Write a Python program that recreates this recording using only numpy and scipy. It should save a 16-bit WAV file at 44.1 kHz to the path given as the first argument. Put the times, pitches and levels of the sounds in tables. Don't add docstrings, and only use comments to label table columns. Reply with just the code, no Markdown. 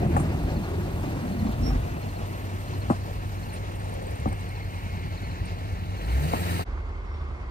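import sys
import numpy as np
from scipy import signal
from scipy.io import wavfile
from scipy.ndimage import map_coordinates

SR = 44100
rng = np.random.default_rng(int(sys.argv[2]) if len(sys.argv) > 2 else 0)


def store_pcm(level_fs):
    pcm = np.round(np.clip(level_fs, -1, 1) * 32767).astype(np.int16)
    wavfile.write(sys.argv[1], SR, np.atleast_2d(pcm).T)


N = 330750
TIME = np.arange(N) / SR
CUT_S, IDLE_FIRINGS_PER_S = 6.645, 41

# t/s, firing rate/Hz
ENGINE_SPEED = [(0, 40.5), (5.9, 44.1), (6.0, 48.5), (6.16, 65.2), (6.3, 83), (6.45, 88), (6.62, 87)]
# multiple of the firing rate, level/dB
BLOCK_ORDERS = [(1, -39), (2, -39.5)]
# multiple of the firing rate, level/dB
PIPE_ORDERS = [(1, 8.5), (2, 3), (4, -12)]
# f/Hz, level/dB
MUFFLER = [(41, -13), (64, 11.5), (82, 1.5), (130, -3.5), (156, 13), (170, -10), (360, -1)]
# low f/Hz, high f/Hz, level/dB
PIPE_BANDS = [(149, 183.4, -1.5), (251, 316, -10)]
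# t/s, tailpipe level/dB, whir level/dB
REAR_LEVELS = [(0, -35.5, -60), (2.5, -61.5, -90), (4, -45.5, -59), (5, -43, -52.5), (5.9, -40.5, -57)]
# t/s, f/Hz, level/dB
FAN_HUM = [(0, 103, -32.5), (1.2, 97.36, -36.5), (2.5, 96.73, -34.5), (5.9, 98.24, -37.5), (6.4, 108, -37)]
# f/Hz, level/dB
RUSH_SPECTRUM = [(230, 1.5), (420, 2), (620, 1.1), (850, 0.5), (1200, -3), (1700, -5.5), (2200, -9),
                 (2900, -10.5), (3500, -18.5), (4300, -14.5), (5400, -20.5), (6600, -20.5), (9000, -75)]
HISS_SPECTRUM = [(5200, -9), (7000, 0), (8400, 2.5), (9800, -1), (11500, -4), (13000, 1.5), (14200, 1.5),
                 (16500, -6)]
# low f/Hz, high f/Hz, level/dB
RASP_BANDS = [(1275, 1350, -3), (1770, 2030, 2.5), (2290, 2950, 2.5), (3770, 4080, -2.5), (4140, 4770, -2)]
# low f/Hz, high f/Hz, level/dB, flutter/dB
WHIR_BANDS = [(1710, 2800, 0.8, 0.1), (2120, 2220, -2.5, 3), (3730, 4460, -9.5, 1), (4010, 4035, -16, -1)]
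# t/s, base right-channel lag/ms
BEARING = [(0, 0.2), (1, 0.24), (2, 0.31), (3, 0.39), (4.5, 0.39), (6.6, 0.46)]
# f/Hz, left-right likeness (1 is mono)
TRUCK_LIKENESS = [(60, 1), (200, 0.99), (700, 0.96), (1400, 0.93), (2500, 0.82), (4500, 0.29),
                  (7000, 0.027)]
HISS_LIKENESS = [(6000, .6), (8500, .87), (14000, .87)]
ROAD_LIKENESS = [(60, 1), (300, 0.63), (1200, 0.17), (3000, 0.24), (8000, 0.22)]

# f/Hz, level/dB
SHUDDER_SPECTRUM = [(28, -32), (45, 0.5), (65, 0.5), (100, -3), (140, -12)]
ROAR_SPECTRUM = [(85, 3.5), (140, 3), (230, -3.5), (320, -4.5), (450, -15.5), (580, -11.5), (740, -12.5),
                 (1000, -32), (1400, -28), (2600, -33.5)]
# t/s, level/dB
JOLTS = [(.45, -41), (1.66, -25.5), (2.8, -33), (4.19, -31.5)]
# t/s, level/dB
RAIL_ROUGHNESS = [(0, 3), (.22, 0.5), (.58, -2.5), (.67, -4.5), (.95, -0.5), (1.25, 1.5), (1.45, 0.5),
                  (1.7, 4), (1.92, -0.5), (2.35, -2), (2.9, -2)]
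# t/s, f/Hz, level/dB, half length/s
SCRUBS = [(0.12, 191, -34.5, 0.14), (0.044, 380, -42.5, 0.088), (.4, 159.6, -38, 0.13),
          (.57, 206, -34.5, 0.049), (0.803, 369, -36, 0.13), (1.175, 209, -29.5, 0.039),
          (1.37, 212, -30, 0.2), (1.68, 260, -35.5, 0.13), (1.888, 670, -42.5, 0.49),
          (3.997, 528, -40.5, 0.3)]
# t/s, bump level/dB, thump level/dB, clank level/dB, clank low-pass f/Hz,
# pitch factor, clank pan to the left/dB, right-channel lag/ms
JOINT_HITS = [(.164, -24, -26, -12, 1900, 1, 2.5, 0.43), (.197, -28, -18.5, -30, 2000, 0.97, 8, 0.15),
              (.432, -12, -31, -46, 1500, 0.88, 9, 0.3), (1.617, -12, -24, -32, 1500, 0.89, -7, .59),
              (1.703, -38, -30, -27, 2000, 0.96, 2, 0.2), (1.746, -9, -26, -29, 1500, 0.94, -1, 0.37),
              (2.898, -33, -9, -14.5, 2600, 0.99, 7, 0.32), (2.906, -23, -17.5, -19.5, 2000, 0.88, 7, 0.31),
              (4.255, -38, -19, -16, 1060, 0.96, 5, 0.46), (4.269, -15, -18, -33, 910, 0.88, 5, 0.36),
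              (4.323, -51.5, -45, -28, 3000, 1.0, 1, 0.49), (6.333, -37, -20, -13, 2200, 0.89, 1.5, 0.47),
              (6.59, -38, -33, -23, 1200, 0.92, 4, 0.49)]
# f/Hz, level/dB, t60/s
CLANK_MODES = [(470, -5, .04), (581, -3.5, .05), (715, -2.5, .055), (807, 1.5, .065), (1005, -5.5, .06),
               (1175, -1, .055), (1300, -5.5, .05), (1420, -12, .05), (1670, -17, .05)]
THUMP_MODES = [(150, -1.5, .045), (185, 1.5, .055), (250, 1.5, .065), (335, -.5, .06)]
BUMP_MODES = [(59, 3.5, .05), (95, -1, .04)]
# t/s, level/dB, t60/s
GRIT = [(.165, -43, 0.18), (.197, -47.5, 0.16), (2.9, -50.5, 0.34)]
# peak t/s, f/Hz, level/dB, rise/s, t60/s
SQUEAKS = [(0.202, 8570, -42, 0.0073, 0.093), (1.644, 5489, -46, 0.018, 0.14),
           (1.671, 5489, -41.5, 0.01, 0.19), (3.54, 8646, -45, 0.011, 0.11)]

# t/s, level/dB, crescendo across the full strokes/dB
CHIRPS = [(0.506, -56, 1), (1.332, -55.5, -5), (2.031, -55.5, -1), (2.682, -59, 3), (3.435, -55.5, -3),
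          (4.497, -59, 1), (5.179, -56.5, 0), (5.983, -57.5, -2)]
# t/s from the first full one, level/dB, half length/s
WING_STROKES = [(-.05, -7, .006), (0, 1, .0065), (.065, .5, .0085), (.139, .5, .0085)]
# t/s, f/Hz, level/dB
KATYDID_TICKS = [(3.718, 8900, -54), (3.758, 9200, -54), (3.802, 9100, -52.5), (3.848, 9200, -51),
                 (3.897, 9200, -49), (3.942, 9400, -46), (4.027, 9300, -51), (4.07, 8300, -45),
                 (4.112, 9900, -48), (4.159, 8700, -50), (4.202, 9000, -52), (4.289, 8700, -48),
                 (4.329, 8450, -47), (4.411, 8140, -48), (4.491, 8560, -50), (5.459, 9000, -46.5),
                 (6.021, 8600, -54), (6.062, 8600, -52)]

# f/Hz, level/dB
TRAFFIC_SPECTRUM = [(28, -21), (65, 1.5), (85, -4), (130, -19), (200, -20), (350, -20.5), (550, -25.5),
                    (800, -26.5), (1100, -24.5), (1900, -36.5), (2800, -41), (4600, -48.5), (8000, -56.5),
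                    (12000, -93)]
# f/Hz, level/dB, pitch wander as a share of f
FAR_ENGINE_TONES = [(44, -37, 0.012), (69.96, -39, 0.071)]
# low f/Hz, high f/Hz, level/dB
FAR_BANDS = [(343, 408, -56), (476, 1000, -60), (950, 1240, -54.5), (2010, 2220, -56), (4620, 4760, -75.5)]
# t/s, level/dB
FAR_TICKS = [(6.775, -24), (7.348, -33)]
# t/s, f/Hz, level/dB, half length/s
BIRD_NOTES = [(7.138, 5440, -69, 0.07), (7.17, 3580, -64, 0.077)]


def from_db(db):
    return 10 ** (np.asarray(db) / 20)


def rms_one(x):
    return x / np.sqrt(np.mean(x ** 2) + 1e-20)


def in_time(rows):
    times, *columns = np.transpose(rows)
    return [np.interp(TIME, times, column) for column in columns]


def at_hz(points, hz):
    freqs, values = np.transpose(points)
    return np.interp(np.log(hz), np.log(freqs), values)


def drift(rate_hz):
    step, settle = 40, 2000
    pole = np.exp(-2 * np.pi * step * rate_hz / SR)
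    white = rng.standard_normal(N // step + settle + 2)
    slow = signal.lfilter([1], [1, -2 * pole, pole * pole], white)[settle:]
    return np.interp(np.arange(N) / step, np.arange(len(slow)), rms_one(slow))


def band(x, low_hz, high_hz):
    edges = [low_hz, min(high_hz, SR / 2 - 500)]
    return signal.sosfilt(signal.butter(2, edges, "band", fs=SR, output="sos"), x)


def noise(low_hz, high_hz, shape=N):
    return rms_one(band(rng.standard_normal(shape), low_hz, high_hz))


def noise_bed(spectrum, likeness, flicker_db, flicker_hz, bands):
    out, together = 0, drift(flicker_hz)
    edges = np.geomspace(spectrum[0][0], spectrum[-1][0], bands + 1)
    white = rng.standard_normal((2, 2, N))
    for k, (low, high) in enumerate(zip(edges, edges[1:])):
        mid, side = band(white[k % 2], low, high)
        hz = np.sqrt(low * high)
        alike = np.clip(at_hz(likeness, hz), -1, 1)
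        gain = from_db(at_hz(spectrum, hz) + flicker_db * (together + drift(flicker_hz)) / 2)
        out = out + gain * (np.sqrt(1 + alike) * mid + np.sqrt(1 - alike) * side * [[1], [-1]])
    return rms_one(out)


def tone(hz, wander, waver_db):
    turns = np.cumsum(hz * (1 + wander * (drift(5.58) + drift(64.4)) / np.sqrt(2))) / SR
    return np.sqrt(2) * np.sin(2 * np.pi * turns) * from_db(waver_db * drift(3.3))


def ring(force, modes, pitch=1):
    out = 0
    for k, (hz, db, t60) in enumerate(modes):
        r, w = from_db(-60 / (t60 * SR)), 2 * np.pi * hz * pitch / SR
        mode = signal.lfilter([0, np.sin(w)], [1, -2 * r * np.cos(w), r * r], force + 1e-18)
        out = out + (-1) ** k * from_db(db) * mode
    return out


def place(x, lag_ms, pan_db):
    left, right = np.broadcast_to(x, (2, x.shape[-1]))
    late = map_coordinates(right, [np.arange(len(right)) - lag_ms * SR / 1000], order=3, mode="nearest")
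    return np.array([left * from_db(pan_db / 2), late * from_db(-pan_db / 2)])


def swells(rows, half_length_s):
    return sum(from_db(db) * np.exp(-((TIME - s) / half_length_s) ** 2) for s, db in rows)


def passing(nearest_s, fall_s):
    return 1 / np.sqrt(1 + ((TIME - nearest_s) / fall_s) ** 2)


def revving(power):
    firing_hz, = in_time(ENGINE_SPEED)
    return (firing_hz / IDLE_FIRINGS_PER_S) ** power


def throb(angle, depth):
    return rms_one(np.exp(depth * np.cos(angle)))


def block_drone(angle):
    orders = sum(from_db(db + drift(1.0)) * np.cos(k * angle) for k, db in BLOCK_ORDERS)
    return np.sqrt(2) * passing(nearest_s=0.089, fall_s=1) * orders


def exhaust(firings, firing_hz, uneven_db=4.5, turbulence=0.032):
    angle = 2 * np.pi * firings
    note = sum(from_db(db + at_hz(MUFFLER, k * firing_hz) + drift(5.4)) * np.sin(k * angle)
               for k, db in PIPE_ORDERS)
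    cylinder_db = uneven_db * rng.permutation(np.linspace(-1, 1, 8))
    puff_db = cylinder_db[firings.astype(int) % 8] + drift(47)
    puffs = np.diff(np.floor(firings), prepend=0) * from_db(puff_db)
    gas = puffs + turbulence * rng.standard_normal(N) * (1 + np.cos(angle))
    burble = sum(from_db(db) * rms_one(band(gas, low, high)) for low, high, db in PIPE_BANDS)
    pipe_db, _ = in_time(REAR_LEVELS)
    return from_db(pipe_db) * revving(0.12) * (np.sqrt(2) * note + burble)


def fan_hum():
    hz, db = in_time(FAN_HUM)
    return from_db(db) * tone(hz, wander=0.0069, waver_db=0.4)


def bay_rush(angle, level_db=-40.5):
    air = noise_bed(RUSH_SPECTRUM, TRUCK_LIKENESS, flicker_db=2.5, flicker_hz=14.7, bands=16)
    gain = from_db(level_db) * passing(nearest_s=0.28, fall_s=4.96) * revving(1.59)
    return gain * throb(angle, 0.03) * air


def engine_hiss(angle, level_db=-55.5, swish_hz=3.4, swish_db=0.15):
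    air = noise_bed(HISS_SPECTRUM, HISS_LIKENESS, flicker_db=1.8, flicker_hz=22, bands=10)
    swish = from_db(level_db + swish_db * np.cos(2 * np.pi * swish_hz * TIME))
    return swish * passing(nearest_s=0.95, fall_s=2.3) * revving(2.95) * throb(angle, 0.077) * air


def engine_rasp(angle, level_db=-64.5, uneven_db=3.0):
    air = sum(from_db(db + uneven_db * drift(40)) * noise(low, high, (2, N))
              for low, high, db in RASP_BANDS)
    return from_db(level_db) * revving(2.19) * throb(angle, 0.11) * air


def engine(wander=0.0058):
    firing_hz, = in_time(ENGINE_SPEED)
    firings = np.cumsum(firing_hz * (1 + wander * drift(5.9))) / SR
    angle = 2 * np.pi * firings
    drone = block_drone(angle) + exhaust(firings, firing_hz) + fan_hum()
    rush, hiss = bay_rush(angle), engine_hiss(angle)
    return drone, rush + engine_rasp(angle), hiss


def chassis_shudder(floor_db=-37.5):
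    shaking = np.hypot(from_db(floor_db), swells(JOLTS, half_length_s=0.2))
    bass = noise_bed(SHUDDER_SPECTRUM, TRUCK_LIKENESS, flicker_db=-4.5, flicker_hz=11.3, bands=6)
    return shaking * bass


def wheel_gain(level_db=-28):
    rough_db, = in_time(RAIL_ROUGHNESS)
    return from_db(level_db + rough_db) * passing(nearest_s=0.012, fall_s=1) * revving(1)


def wheel_roar():
    roar = noise_bed(ROAR_SPECTRUM, TRUCK_LIKENESS, flicker_db=3.0, flicker_hz=10.2, bands=14)
    return wheel_gain() * roar


def midrange_whir(flutter_hz=9):
    _, level_db = in_time(REAR_LEVELS)
    whir = sum(from_db(db + flutter_db * drift(flutter_hz)) * noise(low, high)
               for low, high, db, flutter_db in WHIR_BANDS)
    return from_db(level_db) * whir


def wheel_taps(per_s=7, level_db=-14):
    knocks = (rng.random(N) < per_s / SR) * rng.uniform(-1.1, 1, N)
    return ring(knocks * from_db(level_db) * wheel_gain(), CLANK_MODES)


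def wheel_groans(spread=1.11, lumpy_db=2.5):
    out = 0
    for s, hz, db, half_length_s in SCRUBS:
        groan = from_db(lumpy_db * drift(22)) * noise(hz / spread, hz * spread)
        out = out + swells([(s, db)], half_length_s) * rms_one(groan)
    return out


def blow(modes, pitch, contact_s, rattle, rattle_s=0.012):
    t = TIME[:SR // 2]
    contact = np.exp(-t / contact_s)
    loose_parts = rattle * rng.standard_normal(len(t)) * np.exp(-t / rattle_s)
    return ring(contact / contact.sum() + loose_parts, modes, pitch)


def rail_joints(landing_s=0.00293, crack_s=0.0052):
    out, t = np.zeros((2, N + SR)), TIME[:SR // 2]
    for s, bump_db, thump_db, clank_db, top_hz, pitch, pan_db, lag_ms in JOINT_HITS:
        burst = rms_one(band(noise(250, 2200, len(t)), 250, 2200))
        crack = from_db(-4.5) * np.exp(-t / crack_s) * burst
        steel = blow(CLANK_MODES, pitch, contact_s=0.00008, rattle=0.04)
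        lowpass = signal.butter(3, top_hz, fs=SR, output="sos")
        clank = from_db(clank_db - 8) * signal.sosfilt(lowpass, crack + steel)
        thump = blow(THUMP_MODES, pitch, contact_s=0.00037, rattle=0.012)
        bump = blow(BUMP_MODES, pitch, contact_s=0.0012, rattle=0.004, rattle_s=0.015)
        landing = from_db(thump_db - 1.5) * thump + from_db(bump_db + 0.5) * bump
        for start_s, sound, side_db in ((s, clank, pan_db), (s + landing_s, landing, 0)):
            at = round(start_s * SR)
            out[:, at:at + len(t)] += place(sound, lag_ms, side_db)
    return out[:, :N]


def grit_crunch():
    crush = sum(from_db(db - 60 * np.abs(TIME - s) / t60) * (TIME > s) for s, db, t60 in GRIT)
    return crush * noise(6900, 9900, (2, N))


def flange_squeaks(wander=0.00151):
    out = 0
    for s, hz, db, rise_s, t60 in SQUEAKS:
        angle = 2 * np.pi * np.cumsum(hz * (1 + wander * drift(20.7))) / SR
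        partials = np.sin(angle) + 0.13 * np.sin(2 * angle) + 0.091 * np.sin(angle / 2)
        tail = from_db(db - 60 * np.abs(TIME - s) / t60)
        envelope = np.where(TIME < s, swells([(s, db)], rise_s), tail)
        out = out + envelope * from_db(drift(40)) * partials
    return place(np.sqrt(2) * out, lag_ms=0.399, pan_db=-7)


def cricket(centre_hz=4250, fall_hz_per_s=19000, gain_db=7.0):
    out, t = np.zeros(N), TIME[:SR // 10] - 0.05
    for s, db, crescendo_db in CHIRPS:
        for after_s, stroke_db, half_length_s in WING_STROKES:
            off_hz, off_db, sag = rng.normal([0, 0, 1], [25, 0.6, 0.15])
            scrape = 0.04 * np.cumsum(rng.standard_normal(len(t)))
            turns = (centre_hz + off_hz) * t - sag * fall_hz_per_s * t ** 2 / 2
            stroke = np.sin(2 * np.pi * turns + scrape) * np.exp(-(t / half_length_s) ** 2)
            accent_db = stroke_db + crescendo_db * after_s / WING_STROKES[-1][0]
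            at = round((s + after_s + t[0]) * SR)
            out[at:at + len(t)] += from_db(db + accent_db + gain_db + off_db) * stroke
    return out * (1 + 0.2 * drift(150))


def katydid(tick_s=0.0028, rustle_s=0.014, rustle=0.14, spread=1.075, gain_db=-3.0, grain_db=2.0):
    out, t = np.zeros(N), TIME[:SR // 10] - 0.05
    envelope = np.exp(-(t / tick_s) ** 2) + rustle * np.exp(-(t / rustle_s) ** 2)
    for s, hz, db in KATYDID_TICKS:
        teeth = noise(hz / spread, hz * spread, len(t))
        at = round((s + t[0]) * SR)
        out[at:at + len(t)] += from_db(db) * envelope * teeth
    return out * from_db(gain_db + grain_db * drift(300))


def crossing_ambience(traffic_db=-35.0):
    road = noise_bed(TRAFFIC_SPECTRUM, ROAD_LIKENESS, flicker_db=2.0, flicker_hz=19.0, bands=24)
    idling = sum(from_db(db) * tone(hz, wander, waver_db=1.4) for hz, db, wander in FAR_ENGINE_TONES)
    whir = sum(from_db(db) * noise(low, high) for low, high, db in FAR_BANDS)
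    return from_db(traffic_db) * road + idling + whir


def far_ticks(decay_s=0.0015):
    envelope = sum(from_db(db) * (TIME > s) * np.exp(-np.abs(TIME - s) / decay_s) for s, db in FAR_TICKS)
    return band(envelope * noise(1010, 1630), 1050, 1900)


def far_bird():
    return sum(swells([(s, db)], half_length_s) * noise(hz - 55, hz + 55)
               for s, hz, db, half_length_s in BIRD_NOTES)


def scene(bass_lag_factor=1.89, fade_s=0.03):
    lag_ms, = in_time(BEARING)
    drone, rush, hiss = engine()
    low_end = drone + chassis_shudder() + wheel_roar() + wheel_groans()
    rumble = place(low_end, bass_lag_factor * lag_ms, pan_db=0.2)
    mids = place(rush + midrange_whir() + wheel_taps(), lag_ms, pan_db=0.6)
    top = place(hiss, lag_ms=-0.2174, pan_db=-0.5)
    truck = rumble + mids + top + rail_joints() + grit_crunch() + flange_squeaks()
    insects = place(cricket() + katydid(), lag_ms=-0.223, pan_db=0.5)
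    crossing = place(crossing_ambience() + far_ticks() + far_bird(), lag_ms=-0.19, pan_db=-1.5)
    fade_out = np.clip((CUT_S - TIME) / fade_s, 0, 1)
    fade_in = np.clip((TIME - CUT_S) / fade_s, 0, 1)
    return fade_out * (truck + insects) + fade_in * crossing


def record(dry, lean=0.14, low_cut_hz=32, high_cut_hz=15600):
    coloured = dry + lean * band(dry, 396, 1040) * [[1], [-1]]
    thinned = signal.sosfilt(signal.butter(5, low_cut_hz, "high", fs=SR, output="sos"), coloured)
    return signal.sosfilt(signal.ellip(10, 0.1, 80, high_cut_hz, fs=SR, output="sos"), thinned)


dry = scene()
out = record(dry)
store_pcm(out)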